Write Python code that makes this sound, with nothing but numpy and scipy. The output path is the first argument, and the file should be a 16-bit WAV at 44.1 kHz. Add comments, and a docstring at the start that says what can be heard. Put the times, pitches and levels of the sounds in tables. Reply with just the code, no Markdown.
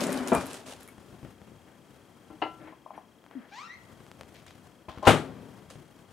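"""A microwave oven door is pulled open, rattles and bumps its stop; five seconds in, its latch hooks
scrape home and it slams, setting the steel case and the kitchen cupboards ringing. In between, a sleeve
rustles and a bowl is moved about inside: it drags, taps, knocks and squeaks as it sticks and slips.
Everything is close by, with the bass louder on the left, over soft room noise and a faint, pulsing
electronic whine."""
import sys
import numpy as np
from scipy import signal
from scipy.fft import rfft, irfft, next_fast_len
from scipy.io import wavfile

SR = 44100
rng = np.random.default_rng(int(sys.argv[2]) if len(sys.argv) > 2 else 0)


def store_pcm(level_fs):
    """Save levels as 16-bit WAV."""
    pcm = np.round(np.clip(level_fs, -1, 1) * 32767).astype(np.int16)
    wavfile.write(sys.argv[1], SR, np.atleast_2d(pcm).T)


N = 269909
TIME = np.arange(N) / SR

# Levels in dB are relative: each source adds its own gain. 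A ring time (t60) is the time to fade 60 dB.
# How alike the two ears are. Each row: frequency in Hz, likeness from 0 to 1.
EAR_LIKENESS = [(100, 0.98), (500, 0.87), (1000, 0.83), (2000, 0.79), (4000, 0.51), (9000, 0.86)]
# How much louder the left side is. Each row: frequency in Hz, left minus right in dB.
LEFT_LEAN = [(100, 8), (600, 6.5), (1500, 6), (3500, 1.5), (8000, 1.6)]
# How long the cabinet and kitchen ring. Each row: frequency in Hz, ring time in seconds.
ROOM_RING_TIMES = [(60, 0.62), (130, 0.32), (300, 0.32), (700, 0.31), (2000, 0.29), (6000, 0.32),
                   (14000, 0.28)]

# A colour is the tone of a noise. Each row: frequency in Hz, level there in dB.
ROOM_COLOUR = [(30, -13), (226, 2), (352, -2.5), (565, -5.5), (696, -8), (2940, -20), (3540, -24),
               (9330, -28), (15800, -33.5)]
ECHO_COLOUR = [(110, 6.5), (280, 4.5), (700, -6.5), (2000, -18.5), (8000, -37), (16000, -44)]
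SLEEVE_COLOUR = [(40, -13), (91, 0), (327, -5.5), (700, -8), (1170, -11.5), (4080, -26.5), (9090, -29),
                 (15800, -39)]
RASP_COLOUR = [(900, -14), (2200, 4), (3800, 0.5), (6800, -9), (11000, -26)]
TICK_COLOUR = [(400, -30), (1300, 5.5), (2500, -2), (5000, -6.5), (9500, -5), (13000, -9.5), (16000, -36)]
BUMP_COLOUR = [(40, -6.5), (100, 2), (300, -2.5), (1200, -17.5), (3000, -26), (9000, -46.5)]
TAP_COLOUR = [(300, -12), (500, -10.5), (680, 6.5), (1050, 5.5), (1400, -18), (2600, -16), (6000, -45),
              (12000, -46)]
DRAG_COLOUR = [(200, 0), (650, 4), (1000, -1), (1800, 1.5), (2700, -9.5), (4000, -18), (8000, -39)]
BOWL_COLOUR = [(150, -34), (308, -4.5), (540, -9.5), (769, 1.5), (1170, -11.5), (1670, -15.5),
               (2300, -21.5), (2900, -8), (3300, -30), (4200, -27.5), (6000, -49), (16000, -100)]
SWING_COLOUR = [(50, -46), (141, -21), (210, -14.5), (257, 3), (320, -15), (385, -7.5), (600, -8),
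                (1200, -15), (6010, -27), (9500, -28), (15800, -48)]
STOP_COLOUR = [(50, -21), (234, -1), (588, -2.5), (762, -7), (880, -2), (1400, -9), (2160, -25),
               (2690, -26), (7800, -60)]
HOOK_COLOUR = [(500, 6), (1200, 4), (2300, -7), (3500, -3), (4750, -11), (5500, -12.5), (12000, -28)]
SLAM_COLOUR = [(45, -35), (110, -10), (170, -6.5), (271, -6), (320, -7.5), (509, -8.5), (661, -5.5),
               (1030, -13), (1500, -12), (3630, -21), (4840, -30), (9080, -31), (15800, -50.5)]

# Modes are the notes a thing rings with. Each row: pitch in Hz, level in dB, ring time in seconds.
SPRING_MODES = [(3960, -24, 0.1), (6920, -27, .14), (7050, -26, .14), (9780, -24, 0.15)]  # thin metal that answers each tick
CAVITY_MODES = [(632, 2.5, 0.062), (834, 0, 0.041), (1034, -1.5, 0.098)]  # the hollow inside of the oven
BOWL_MODES = [(313.7, 3, 0.21), (440, -13.5, 0.5), (598, -4, 0.22), (774, -2, 0.3), (1006, -3.5, 0.37),
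              (1351, -2, 0.45), (2065, -7, 0.25), (2800, -17, 0.2), (2910, -4.5, 0.15), (4270, -14, 0.13)]
GLASS_RIM_MODES = [(5800, -70, 0.23), (9500, -70, .2), (11700, -71, 0.14)]
JERK_MODES = [(190, -1.5, 0.077), (348, -4.5, 0.067), (587, -4, 0.098)]  # the door coming free
PANEL_MODES = [(260, -4.5, 0.74), (366, -13, 0.27), (646, -6.5, 0.17), (1304, -20, 0.3), (3026, -12.5, 0.2)]  # door panel and hinge spring
STOP_MODES = [(240, 5, 0.115), (280, -2, 0.26), (384, 5, 0.15), (561, -4.5, 0.3), (647.6, 4.5, 0.22),
              (692, 5, 0.15), (865, -7, 0.33), (1280, -15, 0.56), (1605, -16, 0.38)]  # the door at its stop
CASE_MODES = [(265, -3.5, 0.85), (378, -0.5, 0.5), (430, 4.5, 0.35), (479.4, -1.5, 0.23), (532, 0, 0.34),
              (593, 0, 0.24), (647, 3, 0.32), (666, 3, 0.13), (785, 8.5, .2), (827, 5.5, 0.29),
              (945, -4, 0.24), (1177, 1, 0.31), (1270, 1, 0.28), (1394, -2, 0.32), (1569, 2.5, 0.22),
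              (2475, -2.5, 0.24), (2860, 5, 0.15), (2990, -2, 0.25), (3530, -7, 0.22), (4580, -16, .2)]  # steel case and the space inside
CABINET_MODES = [(73, -29, 0.35), (105, -16.5, 0.25), (153, -15.5, 0.3)]

# Movements of the arm. Each row: start in seconds, length in seconds, level in dB.
ARM_REACHES = [(.55, 0.75, -55.5), (1.35, 1.25, -59.5), (3.72, 0.96, -56.5), (5.3, 0.28, -54.5),
               (5.65, .5, -57.5)]
HAND_BRUSHES = [(0, 0.03, -40), (.1, 0.085, -49), (.268, 0.026, -43), (.34, 0.089, -47), (.46, 0.12, -49),
                (.655, 0.058, -48.5), (.715, 0.02, -55), (.795, 0.017, -56), (5.695, 0.016, -53.5)]
FINGER_GRIPS = [(4.345, 0.028, -57.5), (4.466, 0.013, -54.5)]
# The mix of a rubbing sound. Each list: low rumble in dB, middle scrape in dB, high rustle in dB.
SLEEVE_MIX = [-1, -5, -11]
BRUSH_MIX = [-17, 0.5, -0.5]
SWING_MIX = [-30.5, -34.5, -48]

# Dry plastic ticks. 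Each row: start in seconds, treble in dB, middle in dB, pitch in Hz.
PLASTIC_TICKS = [(0.007, -26.5, -45, 5500), (0.014, -27, -39, 3500), (0.032, -30, -48, 7000),
                 (.038, -26, -49, 6000), (0.069, -29, -46, 7400), (0.103, -35, -45, 5000),
                 (.121, -33.5, -35, 13000), (0.128, -27, -35, 8850), (0.175, -31, -44, 4800),
                 (0.275, -28.5, -44, 5870), (0.283, -29, -28.5, 10500), (0.333, -32, -45, 7940),
                 (0.343, -33, -40, 11000), (0.3499, -24, -26, 8800), (.411, -35.5, -29, 7000),
                 (.458, -38, -39, 12500), (0.466, -35, -49, 11000), (0.532, -33, -39, 8000),
                 (.543, -36.5, -38, 7500), (.806, -47, -45, 11500), (0.831, -42, -49, 11000),
                 (0.877, -42.5, -45.5, 12000), (.887, -46, -43, 11000), (4.343, -50.5, -45, 13000),
                 (4.465, -46, -41, 7000), (5.029, -46, -52, 5800), (5.703, -48.5, -44, 6000)]
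# Soft bumps on the cabinet. Each row: start in seconds, bass in dB, middle in dB.
CABINET_BUMPS = [(0.98, -41.5, -57), (1.124, -39, -53), (1.229, -36.5, -49), (1.247, -34, -42),
                 (1.415, -45, -56), (1.475, -41, -49), (1.518, -40.5, -60), (4.005, -44.5, -52),
                 (4.211, -40.5, -46.5), (4.883, -32, -50), (4.974, -33.5, -41), (5.755, -34, -47)]
# Light taps of the bowl and hooks. Each row: start in seconds, level in dB, bright edge in dB.
HOLLOW_TAPS = [(2.301, -47, -71), (2.672, -45, -49), (2.724, -45, -68), (2.861, -40, -80),
               (2.905, -39, -62), (2.977, -39, -59), (4.885, -38.5, -44), (5.028, -31, -58),
               (5.051, -32, -46)]
# Small metal latch parts. Each row: start in seconds, pitch in Hz, level in dB, ring time in seconds.
LATCH_PINGS = [(.323, 2370, -33.5, .09), (.356, 2410, -33.5, .19), (.885, 2210, -50, 0.1)]
# Sharp, close clicks. 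Each row: start in seconds, level in dB, top frequency in Hz.
SHARP_SNAPS = [(0.982, -33.5, 1800), (1.417, -32.5, 2000), (3.241, -34, 2000), (3.264, -31, 2180),
               (3.312, -28, 1600), (4.004, -38, 4000), (4.066, -35, 7000), (4.1155, -27.5, 8000),
               (4.211, -23, 8000), (4.2337, -32, 7000), (4.509, -32, 8000), (4.985, -31, 6000)]

# The bowl dragging. Each row: start in seconds, length in seconds, judder in dB, scrape in dB.
BOWL_DRAGS = [(1.665, 0.051, -59, -61), (2.299, 0.012, -43, -60), (2.591, 0.12, -51.5, -55),
              (2.929, 0.042, -61, -55), (3.3, 0.17, -69, -57.5)]
# The bowl squeaking. Each row: start and length in seconds, first and last pitch in Hz, level in dB,
# extra brightness in dB per harmonic.
BOWL_SQUEAKS = [(3.514, 0.166, 790, 1382, -42, 1.4), (3.669, .105, 1848, 2160, -47.5, -3.5)]
# A squeak's harmonics (1, 2, 3, .. times its pitch). Each entry: level in dB.
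SQUEAK_HARMONICS = [5, -2, -9, -13, -18, -25, -23, -28]
# The bowl's low hoot. One row: start and length in seconds, first and last pitch in Hz.
BOWL_HOOT = (3.352, .052, 275, 230)

# Hard contacts. Each row: start in seconds, level in dB.
BOWL_KNOCKS = [(2.418, -39), (2.4215, -30.5)]  # bowl on the turntable
DOOR_JERKS = [(0.016, -24), (0.065, -24), (0.0911, -23), (0.124, -31)]  # door pulling free of its catch
STOP_HITS = [(.3183, -17.5), (.333, -25), (.3435, -28.5)]  # door meeting its stop
SLAM_HITS = [(5.0688, -18.5), (5.0722, -11.5), (5.0762, -14), (5.094, -21.5)]  # door on the frame, then the hooks snapping in
# Hooks sliding over the catch. Each row: start and length in seconds, hollow note in dB, rasp in dB.
HOOK_SLIDES = [(4.886, 0.018, -54, -49.5), (4.9, 0.1, -57, -55.5), (5.024, 0.028, -38, -46),
               (5.049, .018, -45, -33)]


def from_db(db):
    """Turn decibels into a number to multiply by."""
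    return 10 ** (np.asarray(db) / 20)


def rms_one(x):
    """Scale a sound so that its average strength (rms) is 1."""
    return x / np.sqrt(np.mean(x ** 2) + 1e-20)


def at_hz(points, hz):
    """Read between a table's rows, giving each octave equal room."""
    row_hz, values = np.transpose(points)
    return np.interp(np.log(hz), np.log(row_hz), values)


def pan_right(db):
    """Gains that turn the left ear down and the right ear up."""
    return from_db(np.array([[-1], [1]]) * db)


def lowpass(x, hz):
    """Soften everything above a frequency."""
    return signal.sosfilt(signal.butter(2, hz, fs=SR, output="sos"), x)


def band(x, low_hz, high_hz, order=2):
    """Keep what lies between two frequencies."""
    edges = [low_hz, min(high_hz, .45 * SR)]
    return signal.sosfilt(signal.butter(order, edges, "band", fs=SR, output="sos"), x + 1e-18)


def noise(colour, edges=()):
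    """Stereo noise of a given colour, as a list of bands split at the edges (in Hz)."""
    size = next_fast_len(N, True)
    hz = np.maximum(np.fft.rfftfreq(size, 1 / SR), 1)
    shared, opposed = rfft(rng.standard_normal((2, size)))
    alike = np.clip(at_hz(EAR_LIKENESS, hz), 0, 1)
    ears = np.sqrt((1 + alike) / 2) * shared + np.sqrt((1 - alike) / 2) * opposed * [[1], [-1]]
    bass_cut = np.minimum(hz / colour[0][0], 1) ** 2
    spectrum = ears * rms_one(from_db(at_hz(colour, hz)) * bass_cut)
    zone = np.searchsorted(edges, hz)
    return [irfft(spectrum * (zone == k), size)[:, :N] for k in range(len(edges) + 1)]


def flicker(rate):
    """A random wobble that heads for a new value `rate` times a second."""
    values = rng.standard_normal(N // 10)
    return np.interp(TIME * rate, np.arange(len(values)), values)


def rough_noise(colour, grain_db, grain_rate):
    """Noise whose level flickers, like a dry scrape."""
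    return from_db(grain_db * flicker(grain_rate)) * noise(colour)[0]


def clicks(times, level_db):
    """One single-sample spike for each contact."""
    out = np.zeros(N)
    samples = np.round(np.asarray(times) * SR).astype(int)
    out[np.clip(samples, 0, N - 1)] = from_db(level_db)
    return out


def dying(hits, t60, rise_hz):
    """Loudness of blows whose energies add up and die away; a low rise_hz makes them swell slowly."""
    kept_per_sample = 10 ** (-6 / (t60 * SR))
    energy = signal.lfilter([1], [1, -kept_per_sample], hits ** 2 + 1e-24)
    return lowpass(np.sqrt(energy), rise_hz)


def strokes(rows, attack_s, fade_db_per_s):
    """Loudness of movements (start, length, dB): each swells, holds and dies away."""
    power = 0
    for start, length, level_db in rows:
        swell = np.clip((TIME - start) / attack_s, 0, 1)
        fade_db = fade_db_per_s * np.maximum(TIME - start - length, 0)
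        power += (swell * from_db(level_db - fade_db)) ** 2
    return np.sqrt(power)


def ring(force, modes):
    """Each mode answers a push with a pure tone that dies away."""
    out = np.zeros(N)
    for hz, level_db, t60 in modes:
        decay, angle = 10 ** (-3 / (t60 * SR)), 2 * np.pi * hz / SR
        feedback = [1, -2 * decay * np.cos(angle), decay * decay]
        out += signal.lfilter([0, from_db(level_db) * np.sin(angle)], feedback, force + 1e-18)
    return out


def body(force, modes):
    """A struck object, whose neighbouring modes swing in opposite directions."""
    return ring(force, modes[::2]) - ring(force, modes[1::2])


def with_echo(x, t60, echo_db):
    """The direct sound plus a short wash of reflections, different at each ear."""
    t = TIME[:SR // 2]
    tail = rng.standard_normal((2, len(t))) * from_db(-60 * t / t60) * (t > .004)
    tail /= np.sqrt(np.sum(tail ** 2) / 2)
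    return x + from_db(echo_db) * signal.fftconvolve(x[None], tail, axes=1)[:, :N]


def blow(rows, colour, modes, modes_db, wash_db, crack_db, crack_t60, ring_scale,
         push_db, push_hz, echo_db):
    """A hard blow: a push, a short crack, clear notes, a wash of crowded modes, and a long echo."""
    hits = clicks(*np.transpose(rows))
    octaves_hz = 62.5 * 2. ** np.arange(9)
    noisy_ring = 0
    for hz, part in zip(octaves_hz, noise(colour, octaves_hz[:-1] * np.sqrt(2))):
        wash = from_db(wash_db) * dying(hits, at_hz(ROOM_RING_TIMES, hz) * ring_scale, hz / 2)
        crack = from_db(crack_db) * dying(hits, crack_t60, hz / 2)
        noisy_ring += part * np.hypot(wash, crack)
    echo = noise(ECHO_COLOUR)[0] * from_db(echo_db) * dying(hits, t60=1.65, rise_hz=30)
    push = from_db(push_db) * band(hits, push_hz / 2, push_hz * 2, order=3) * SR / (4 * push_hz)
    hardest = hits * (hits == hits.max())
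    return noisy_ring + echo + push + from_db(modes_db) * body(hardest, modes)


def touches(times, levels_db, bands, t60, tail_t60, rise_hz):
    """Light contacts: a brief burst and a weak room tail, with their own strength in each band."""
    out = 0
    for level_db, part in zip(levels_db, bands):
        hits = clicks(times, level_db)
        tail = from_db(-8) * dying(hits, tail_t60, rise_hz)
        out += rms_one(part) * np.hypot(dying(hits, t60, rise_hz), tail)
    return out


def rubbing(effort, mix_db, colour, grain_db, grain_rate):
    """Surfaces catch and slip unevenly; rumble, scrape and rustle all follow the same catches."""
    catches = from_db(grain_db * flicker(grain_rate))
    bands = noise(colour, [400, 2500])
    return effort * sum(from_db(db) * rms_one(part * catches) for db, part in zip(mix_db, bands))


def background(whine_hz=3232, pulses_per_s=29.975):
    """Room noise, hiss and a thin, pulsing electronic whine."""
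    pulse = np.cos(np.pi * pulses_per_s * (TIME - .0185)) ** 16
    whine = from_db(-63) * pulse * np.sin(2 * np.pi * whine_hz * TIME)
    return from_db(-59) * noise(ROOM_COLOUR)[0] + whine


def arm():
    """The sleeve rustles with each reach, the hand brushes the door and the fingers scrape its edge."""
    reaching = strokes(ARM_REACHES, attack_s=.13, fade_db_per_s=55.5)
    brushing = strokes(HAND_BRUSHES, attack_s=.01, fade_db_per_s=240)
    gripping = strokes(FINGER_GRIPS, attack_s=.0025, fade_db_per_s=200)
    sleeve = rubbing(reaching, SLEEVE_MIX, SLEEVE_COLOUR, grain_db=2.5, grain_rate=110)
    hand = rubbing(brushing, BRUSH_MIX, SWING_COLOUR, grain_db=3, grain_rate=500)
    fingers = gripping * rms_one(rough_noise(RASP_COLOUR, grain_db=4.8, grain_rate=550))
    return sleeve + fingers + hand * pan_right(1.4)


def ticks(t60=.0093, tail_t60=.16, width_ratio=1.3):
    """Each plastic tick is a bright burst over a duller knock, with a weak tail; it stirs a spring."""
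    middle, treble = noise(TICK_COLOUR, [2500])
    t = TIME[:SR // 4]
    fade = np.hypot(from_db(-60 * t / t60), from_db(-18.5 - 60 * t / tail_t60))
    out = np.zeros((2, N))
    for start, treble_db, middle_db, hz in PLASTIC_TICKS:
        span = int(start * SR) + np.arange(len(t))
        pitched = band(treble[:, span], hz / width_ratio, hz * width_ratio)
        burst = from_db(treble_db) * rms_one(pitched + from_db(-5) * treble[:, span])
        knock = from_db(middle_db) * rms_one(middle[:, span])
        out[:, span] += fade * (burst + knock)
    times, levels_db = np.transpose(PLASTIC_TICKS)[:2]
    return out + ring(clicks(times, levels_db), SPRING_MODES)


def bumps():
    """Soft, dull bumps against the cabinet."""
    times, *levels_db = np.transpose(CABINET_BUMPS)
    return touches(times, levels_db, noise(BUMP_COLOUR, [400]), t60=.025, tail_t60=.27, rise_hz=302)


def taps():
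    """The bowl and hooks tap lightly, and the hollow oven answers."""
    times, tap_db, edge_db = np.transpose(HOLLOW_TAPS)
    bands = noise(TAP_COLOUR, [1500])
    contact = touches(times, [tap_db, edge_db], bands, t60=.055, tail_t60=.3, rise_hz=400)
    return contact + body(clicks(times, tap_db), CAVITY_MODES)


def pings():
    """Small metal parts of the latch ring with one note each."""
    return sum(ring(clicks([start], [0]), [mode]) for start, *mode in LATCH_PINGS)


def snaps(decay_s=.00023):
    """Sharp clicks, each one short pulse with no ring."""
    decay = np.exp(-1 / (decay_s * SR))
    out = 0
    for start, level_db, top_hz in SHARP_SNAPS:
        pulse = signal.lfilter([-1], [1, -decay], clicks([start], [level_db]) + 1e-18)
        out += band(pulse, 450, top_hz, order=1)
    return out


def dragging():
    """The foot of the bowl scrapes and judders over the turntable, stirring the bowl's lower notes."""
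    start, length, *levels_db = np.transpose(BOWL_DRAGS)
    judder, scrape = [strokes(zip(start, length, db), attack_s=.012, fade_db_per_s=250)
                      for db in levels_db]
    force = lowpass(rng.standard_normal(N), hz=394)
    grit = rough_noise(DRAG_COLOUR, grain_db=1.3, grain_rate=160)
    return judder * rms_one(ring(force, BOWL_MODES)) + scrape * rms_one(grit)


def squeak(row, harmonics_db, waver, rasp_db):
    """Sticking and slipping makes a gliding tone that swells and fades; uneven slips roughen it."""
    start, length, first_hz, last_hz, level_db, bright_db = row
    progress = np.clip((TIME - start) / length, 0, 1)
    hz = first_hz + (last_hz - first_hz) * np.sin(np.pi / 2 * progress) ** 2
    phase = 2 * np.pi * np.cumsum(hz * (1 + waver * flicker(1500))) / SR
    easing_pressure = from_db(5.5 * (.5 - progress))
    swell = np.abs(np.sin(np.pi * progress)) ** .47 * easing_pressure
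    tone = sum(from_db(db + k * bright_db + rasp_db * flicker(70)) * np.sin((k + 1) * phase)
               for k, db in enumerate(harmonics_db))
    return swell * from_db(level_db + rasp_db * flicker(600)) * rms_one(tone)


def squeaking(rasp_at_s=3.59, rasp_width_s=.076):
    """Two rising squeals echo inside the oven, over the dry rasp of rubbing."""
    squeals = sum(squeak(row, SQUEAK_HARMONICS, waver=.027, rasp_db=3) for row in BOWL_SQUEAKS)
    echoing = with_echo(band(squeals, 500, 7500, order=5), t60=.66, echo_db=-4.5)
    swell = np.exp(-((TIME - rasp_at_s) / rasp_width_s) ** 2)
    rasp = swell * rough_noise(RASP_COLOUR, grain_db=3.4, grain_rate=500)
    return from_db(-2.5) * echoing + from_db(-55.5) * rasp


def bowl(clink_s=2.965):
    """The bowl drags, knocks, clinks as its glass rim is grazed, then hoots and squeaks."""
    knock = blow(BOWL_KNOCKS, BOWL_COLOUR, BOWL_MODES, modes_db=-3.5, wash_db=1, crack_db=5,
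                 crack_t60=.076, ring_scale=.82, push_db=1, push_hz=910, echo_db=-27.5)
    hoot = squeak((*BOWL_HOOT, -36.5, 0), harmonics_db=[0], waver=.0067, rasp_db=.5)
    clink = ring(clicks([clink_s], [0]), GLASS_RIM_MODES)
    return dragging() + knock + clink + squeaking() + with_echo(hoot, t60=.17, echo_db=-12.5)


def door_opening(twang_s=.18, thud_s=.374, fade_db_per_s=18, settle_db_per_s=32):
    """The door jerks free, scrapes open with its panel humming, and settles after bumping its stop."""
    since_stop = np.maximum(TIME - STOP_HITS[0][0], 0)
    motion = from_db(-fade_db_per_s * TIME - settle_db_per_s * since_stop)
    scrape = rubbing(motion, SWING_MIX, SWING_COLOUR, grain_db=2, grain_rate=500)
    hum = motion * from_db(-42) * rms_one(ring(rng.standard_normal(N), PANEL_MODES))
    twang = ring(clicks([twang_s], [-30]), PANEL_MODES)  # the hinge spring lets go
    stop = blow(STOP_HITS, STOP_COLOUR, STOP_MODES, modes_db=-7.5, wash_db=-3, crack_db=-5,
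                crack_t60=.05, ring_scale=1, push_db=-12, push_hz=440, echo_db=-29.5)
    jerks = body(clicks(*np.transpose(DOOR_JERKS)), JERK_MODES)
    thud = ring(clicks([thud_s], [0]), [(80, -28, .078)])  # the cabinet takes the door's weight
    door = band(jerks + hum + twang, 140, 12000) + scrape + stop + thud
    return door * pan_right(1.2)  # the open door sits nearer the middle


def latch_hooks():
    """Plastic hooks rasp over the catch, and the oven answers with a hollow note."""
    start, length, *levels_db = np.transpose(HOOK_SLIDES)
    hollow, rasp = [strokes(zip(start, length, db), attack_s=.0045, fade_db_per_s=398)
                    for db in levels_db]
    cavity = ring(rng.standard_normal(N), CAVITY_MODES)
    grit = rough_noise(HOOK_COLOUR, grain_db=3, grain_rate=540)
    return hollow * rms_one(cavity) + rasp * rms_one(grit)


def door_slam():
    """The door hits the frame, sets the whole case ringing and thuds into the cabinet behind it."""
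    case = blow(SLAM_HITS, SLAM_COLOUR, CASE_MODES, modes_db=-15.5, wash_db=-2, crack_db=-24,
                crack_t60=.055, ring_scale=.94, push_db=8, push_hz=445, echo_db=-27)
    hardest_s = SLAM_HITS[1][0]
    return case + ring(clicks([hardest_s], [0]), CABINET_MODES)


def scene():
    """All the sources together, leaning left in the bass and nearly centred in the treble."""
    mix = door_opening() + arm() + bowl()
    mix += from_db(-1.5) * bumps() + from_db(-4) * taps() + from_db(-1.5) * ticks()
    mix += pings() + from_db(-.5) * snaps()
    mix += door_slam() + latch_hooks() + background()
    hz = np.maximum(np.fft.rfftfreq(N, 1 / SR), 1)
    lean = pan_right(-at_hz(LEFT_LEAN, hz) / 2)
    return irfft(rfft(mix) * lean / lean.mean(axis=0), N)


def record(dry, bass_cut_hz=58, treble_cut_hz=15700):
    """The microphone sheds deep bass, peaks that overload it are flattened, and the top is cut."""
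    thin = signal.sosfilt(signal.butter(2, bass_cut_hz, "high", fs=SR, output="sos"), dry)
    treble_cut = signal.ellip(10, .1, 80, treble_cut_hz, fs=SR, output="sos")
    return signal.sosfilt(treble_cut, np.clip(thin, -1, 1))


dry = scene()
out = record(dry)
store_pcm(out)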